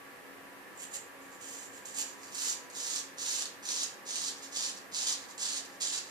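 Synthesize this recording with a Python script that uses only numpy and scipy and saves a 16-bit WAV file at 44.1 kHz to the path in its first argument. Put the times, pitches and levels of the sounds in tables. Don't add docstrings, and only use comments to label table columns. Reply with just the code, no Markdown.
import sys
import numpy as np
from scipy import signal
from scipy.fft import rfft, irfft, next_fast_len
from scipy.io import wavfile
from scipy.ndimage import uniform_filter1d

SR = 44100
rng = np.random.default_rng(int(sys.argv[2]) if len(sys.argv) > 2 else 0)


def to_wav(sig):
    pcm = np.clip(np.atleast_2d(sig), -1, 1) * 32767
    pcm = np.round(pcm).astype(np.int16)
    wavfile.write(sys.argv[1], SR, pcm.T)


N = 269010
TIME = np.arange(N) / SR


def from_db(db):
    return 10 ** (np.asarray(db) / 20)


def rms_one(x):
    return x / np.sqrt(np.mean(x ** 2) + 1e-20)


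def at_hz(points, hz):
    known_hz, values = np.transpose(points)
    return np.interp(np.log(np.maximum(hz, 1)), np.log(known_hz), values)


def pan(left_right_db):
    gains = from_db(np.array([left_right_db, -left_right_db]).reshape(2, -1) / 2)
    return gains / np.sqrt(np.mean(gains ** 2, axis=0))


def colour(x, gain_at, size=2048):
    cepstrum = irfft(np.log(gain_at(np.fft.rfftfreq(size, 1 / SR)) + 1e-9))
    cepstrum[..., 1:size // 2] *= 2
    cepstrum[..., size // 2 + 1:] = 0
    response = irfft(np.exp(rfft(cepstrum)))
    return signal.fftconvolve(np.atleast_2d(x), np.atleast_2d(response), axes=1)[:, :N]


def resonate(x, hz, width_hz):
    r = np.exp(-np.pi * width_hz / SR)
    feed = np.array([1, 0, -1]) * (1 - r * r) / 2
    feedback = [1, -2 * r * np.cos(2 * np.pi * hz / SR), r * r]
    return signal.lfilter(feed, feedback, x + 1e-18)


def drift(rate_hz):
    size = next_fast_len(N)
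    hz = np.fft.rfftfreq(size, 1 / SR)
    slow = rfft(rng.standard_normal(size)) / (1 + (hz / rate_hz) ** 2)
    return rms_one(irfft(slow, size)[:N])


# frequency in Hz, relative level in dB per Hz.
AIR_COLOUR = [(25, -16), (55, -17), (120, -8), (220, -4), (450, 1), (650, -3.5), (1150, -1.5), (1450, -6),
              (1800, 0.5), (2100, -3.5), (2650, -7), (3400, -13.5), (5500, -17.5), (14500, -17.5)]
AIR_DB = -51.5
# frequency in Hz, likeness from -1 (opposite) to 1 (the same).
AIR_LIKENESS = [(40, -0.8), (130, 0.04), (270, 0.5), (550, 0.54), (1100, 0.11), (3000, 0), (14000, 0)]
# frequency in Hz, left minus right in dB.
AIR_BALANCE = [(40, 8), (150, 2.5), (300, 1.5), (600, -2), (2000, 0), (5000, 0.5), (14000, -1)]
# frequency in Hz, half-width in Hz, relative level in dB, left minus right in dB.
DUCT_TONES = [(100, 3, -83, 4), (194, 5, -72, 5), (274.5, 5, -63.3, 4), (357, 8, -71, 0), (490, 5, -69, 0),
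              (524, 5, -70.5, -2), (552, 10, -70.5, 0), (694, 4, -74.5, -6), (786, 5, -73, -2),
              (819, 4, -71.5, -7), (985, 4, -67.5, -4), (1141, 9, -66, 4), (1310, 12, -72, 3),
              (1412, 16, -71, -6), (1615, 12, -67.5, 0), (1665, 26, -68, -5), (1744, 8, -66.5, -5),
              (1810, 40, -69.5, -1)]


def fan(hum_db=-1.0, tone_db=-4.0, waver=0.709):
    hz = np.fft.rfftfreq(N, 1 / SR)
    alike = np.clip(at_hz(AIR_LIKENESS, hz), -1, 1)
    mid, side = rfft(rng.standard_normal((2, N)))
    turbulence = np.sqrt((1 + alike) / 2) * mid + np.sqrt((1 - alike) / 2) * side * [[1], [-1]]
    air_shape = rms_one(from_db(at_hz(AIR_COLOUR, hz)))
    power = (from_db(AIR_DB) * air_shape * pan(at_hz(AIR_BALANCE, hz))) ** 2
    tones = 0
    for tone_hz, width_hz, db, left_right_db in DUCT_TONES:
        sides = pan(left_right_db)
        skirt = rms_one(1 / (1 + ((hz - tone_hz) / width_hz) ** 2))
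        power = power + (from_db(db + hum_db) * skirt * sides) ** 2
        wander = np.cumsum(rng.standard_normal(N)) * np.sqrt(2 * np.pi * width_hz / SR)
        phase = 2 * np.pi * tone_hz * TIME + waver * wander
        tones = tones + from_db(db + tone_db) * sides * np.sqrt(2) * np.sin(phase)
    return irfft(turbulence * np.sqrt(power), N) + tones


# start in seconds, bite-in in seconds, length to the lift in seconds, relative level in dB,
# swell from start to lift in dB, mid-stroke bulge in dB, place of contact from heel 0 to toe 1.
STROKES = [ (0.753, .04, .083, -45.5, 4.5, 0, .1), (0.906, .04, .049, -38, 0, 0, .12),
           (1.390, .027, .264, -49.8, -2.7, 2.6, .37), (1.849, .005, .069, -48.3, -2.5, .5, .2),
           (1.935, .053, .081, -34.2, -2.5, -.5, .35), (2.298, .057, .219, -37.7, 5.5, 2, .62),
           (2.719, .037, .271, -40.9, 4.5, 2, .64), (3.169, .017, .251, -40.1, 3, 4.2, .79),
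           (3.623, .068, .213, -35.5, -.4, -1.8, 1), (4.052, .026, .234, -38.2, 3.8, -.7, .54),
           (4.412, .023, .027, -41.8, 0, 0, .45), (4.510, .053, .181, -37.2, -2, 0, .46),
           (4.915, .033, .141, -37.5, -1, 1.6, .44), (5.058, .013, .067, -33.2, -1, .5, .42),
           (5.376, .045, .199, -34.8, -2.5, -3.5, .25), (5.800, .011, .171, -36.4, -6, -2, .05), ]
# middle in seconds, half-length in seconds, relative level in dB.
GRAZES = [(1.238, 0.034, -61.0), (1.334, 0.024, -56.5), (1.759, 0.041, -53), (2.09, 0.035, -50.5),
          (2.26, 0.065, -54), (4.379, 0.02, -53), (4.776, 0.012, -48.2), (5.22, 0.033, -53),
          (5.306, 0.021, -51.2), (5.651, 0.008, -48.5), (5.732, 0.038, -60), (6.071, 0.044, -55.5)]
BITE_DB = 17.4
LIFT_DB_PER_S = 477
GRAZE_EDGE_DB = 7


def stroke_gain():
    power = np.zeros(N)
    for start, bite_s, length_s, level_db, swell_db, bulge_db, _ in STROKES:
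        t = TIME - start
        along = np.clip((t - bite_s) / max(length_s - bite_s, 1e-3), 0, 1)
        pull_db = level_db + swell_db * (along - .5) + bulge_db * np.sin(np.pi * along)
        bite_db = BITE_DB * np.maximum(1 - t / bite_s, 0)
        lift_db = LIFT_DB_PER_S * np.maximum(t - length_s, 0)
        power += (t > 0) * from_db(pull_db - np.minimum(bite_db + lift_db, 100)) ** 2
    for middle, half_s, level_db in GRAZES:
        fall_db = GRAZE_EDGE_DB * ((TIME - middle) / half_s) ** 2
        power += from_db(level_db - np.minimum(fall_db, 100)) ** 2
    return np.sqrt(power)


def cut_hairs(per_s, spread_db, clump_db, friction_db, size=1500):
    cut = rng.random(N) < per_s / SR
    sizes = from_db(spread_db * rng.uniform(-0.95, 1, N)) * rng.choice([-1, 1], N)
    friction = from_db(friction_db) * rng.standard_normal(N)
    force = (rms_one(cut * sizes) + friction) * from_db(clump_db * drift(130))
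    return force / np.sqrt(uniform_filter1d(force ** 2, size) + 1e-9)


# time in seconds, relative strength in dB.
THICK_SNAPS = [(0.8325, -29), (1.8557, -28), (2.2325, -32.5), (2.7003, -32.5), (2.9606, -17.7),
               (3.4227, -17.5), (3.456, -22.5), (3.654, -24.5), (3.833, -17), (4.157, -17.5),
               (4.562, -19.0), (4.6387, -20), (5.0692, -17.5), (5.3801, -26.5), (5.8246, -21.5),
               (5.9296, -18.2), (5.9488, -16), (5.9778, -18)]


def thick_hairs(snap_db=0.0, tear_s=0.0016, size=400):
    force = np.zeros(N + size)
    for (s, strength_db), fibres in zip(THICK_SNAPS, rng.standard_normal((len(THICK_SNAPS), size))):
        tear = fibres * np.exp(-TIME[:size] / tear_s)
        force[round(s * SR):][:size] += from_db(strength_db + snap_db) * tear / np.linalg.norm(tear)
    return force[:N]


# frequency in Hz, width in Hz, relative level in dB, place from 0 to 1 where it is best excited.
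BLADE_MODES = [(4700, 260, -16, 0.4), (5900, 320, -2.5, 0.96), (6700, 440, 1.5, 0.8), (7250, 270, 3, 0),
               (12030, 600, -4, 0.86)]


def blade(force, place, spectrum, ring_db):
    def respond(x, where):
        ringing = 0
        for hz, width_hz, db, best in BLADE_MODES:
            push = x * (1 - np.abs(where - best))
            ringing = ringing + from_db(db + ring_db) * resonate(push, hz, width_hz)
        return colour(x + ringing, lambda hz: from_db(at_hz(spectrum, hz)))[0]
    one_snap = respond(signal.unit_impulse(SR // 20), 0.42)
    return respond(force, place) / np.linalg.norm(one_snap)


# frequency in Hz, relative level in dB per Hz.
FINE_COLOUR = [(300, -30), (1000, -11), (2100, -8.5), (3000, -2.5), (4000, -9), (5400, -7.5), (7000, 1),
               (8200, 1.5), (10000, -7.5), (11800, -15.5), (13300, -10), (14600, -16.5)]
# frequency in Hz, relative level in dB per Hz.
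COARSE_COLOUR = [(300, -31), (900, -11.5), (2150, -11.5), (2800, -5.5), (3700, -1), (4400, 1), (5400, 0.5),
                 (7000, -1), (7900, -1), (10000, -8.5), (11200, -18), (14600, -28.5)]
# time in seconds, coarseness from 0 to 1.
COARSENESS = [(0.8, 0.04), (1.85, 0.14), (2.45, 0.53), (3.75, 0.96), (5.9, 1)]


def razor():
    start, _, length_s, *_, places = np.transpose(STROKES)
    place = np.clip(np.interp(TIME, start + length_s / 2, places), 0, 1)
    coarseness = np.clip(np.interp(TIME, *np.transpose(COARSENESS)), 0, 1)
    gain = stroke_gain()
    snaps = thick_hairs(snap_db=7.5)
    fine = gain * cut_hairs(per_s=3700, spread_db=9.0, clump_db=3.0, friction_db=-7.5)
    coarse = gain * cut_hairs(per_s=1700, spread_db=9.5, clump_db=2.5, friction_db=-10.0)
    sizzle = blade((fine + snaps) * np.sqrt(1 - coarseness), place, FINE_COLOUR, ring_db=5.5)
    rasp = blade((coarse + snaps) * np.sqrt(coarseness), place, COARSE_COLOUR, ring_db=1.0)
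    return sizzle + rasp


# frequency in Hz, time in seconds for the echo to fall by 60 dB.
ROOM_T60 = [(500, 0.88), (3000, 0.42), (6500, 0.32), (13000, 0.27)]
LEFT_LAG = 8


def room_response(wet_db=4.0, early_db=1.0, early_s=.012, first_wall_s=.002, count=14):
    t = TIME[:SR * 2 // 3]
    hz = np.fft.rfftfreq(len(t), 1 / SR)
    noise = rfft(rng.standard_normal((2, len(t))))
    centres_hz = np.array(ROOM_T60)[:, 0]
    tail = 0
    for band, (_, t60) in zip(np.eye(len(ROOM_T60)), ROOM_T60):
        share = at_hz(np.column_stack([centres_hz, band]), hz)
        tail = tail + irfft(noise * share, len(t)) * from_db(-60 * t / t60)
    tail *= np.clip(t / first_wall_s - 1, 0, 1)
    response = from_db(wet_db) * tail / np.linalg.norm(tail, axis=1, keepdims=True)
    for side in response:
        arrivals = ((first_wall_s + early_s * rng.random(count)) * SR).astype(int)
        side[arrivals] += from_db(early_db) * rng.choice([-1, 1], count) / np.sqrt(count)
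    response[0, LEFT_LAG] += 1
    response[1, 0] += 1
    return response / np.linalg.norm(response, axis=1, keepdims=True)


def bathroom(x, moves_hz=18.5, count=4):
    weights = np.array([np.exp(drift(moves_hz)) for _ in range(count)])
    weights /= np.sqrt(weights.sum(axis=0) * np.linalg.norm(weights, axis=0))
    heard = 0
    for weight in weights:
        heard = heard + signal.fftconvolve((x * weight)[None], room_response(), axes=1)[:, :N]
    return heard


# frequency in Hz, left minus right in dB.
SHADE = [(1000, 1), (4500, -1.5), (5400, 2), (5900, 0), (6550, -8.5), (7400, -7), (8000, -10.5),
         (10000, -11), (11700, -2), (12700, -18), (14000, 0.5)]


def scene(razor_db=3.5):
    shave = colour(bathroom(razor()), lambda hz: pan(at_hz(SHADE, hz)))
    return from_db(razor_db) * shave + fan()


CUTOFF_HZ = 14600


def record(dry):
    return signal.sosfilt(signal.ellip(12, .1, 80, CUTOFF_HZ, fs=SR, output="sos"), dry)


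dry = scene()
out = record(dry)
to_wav(out)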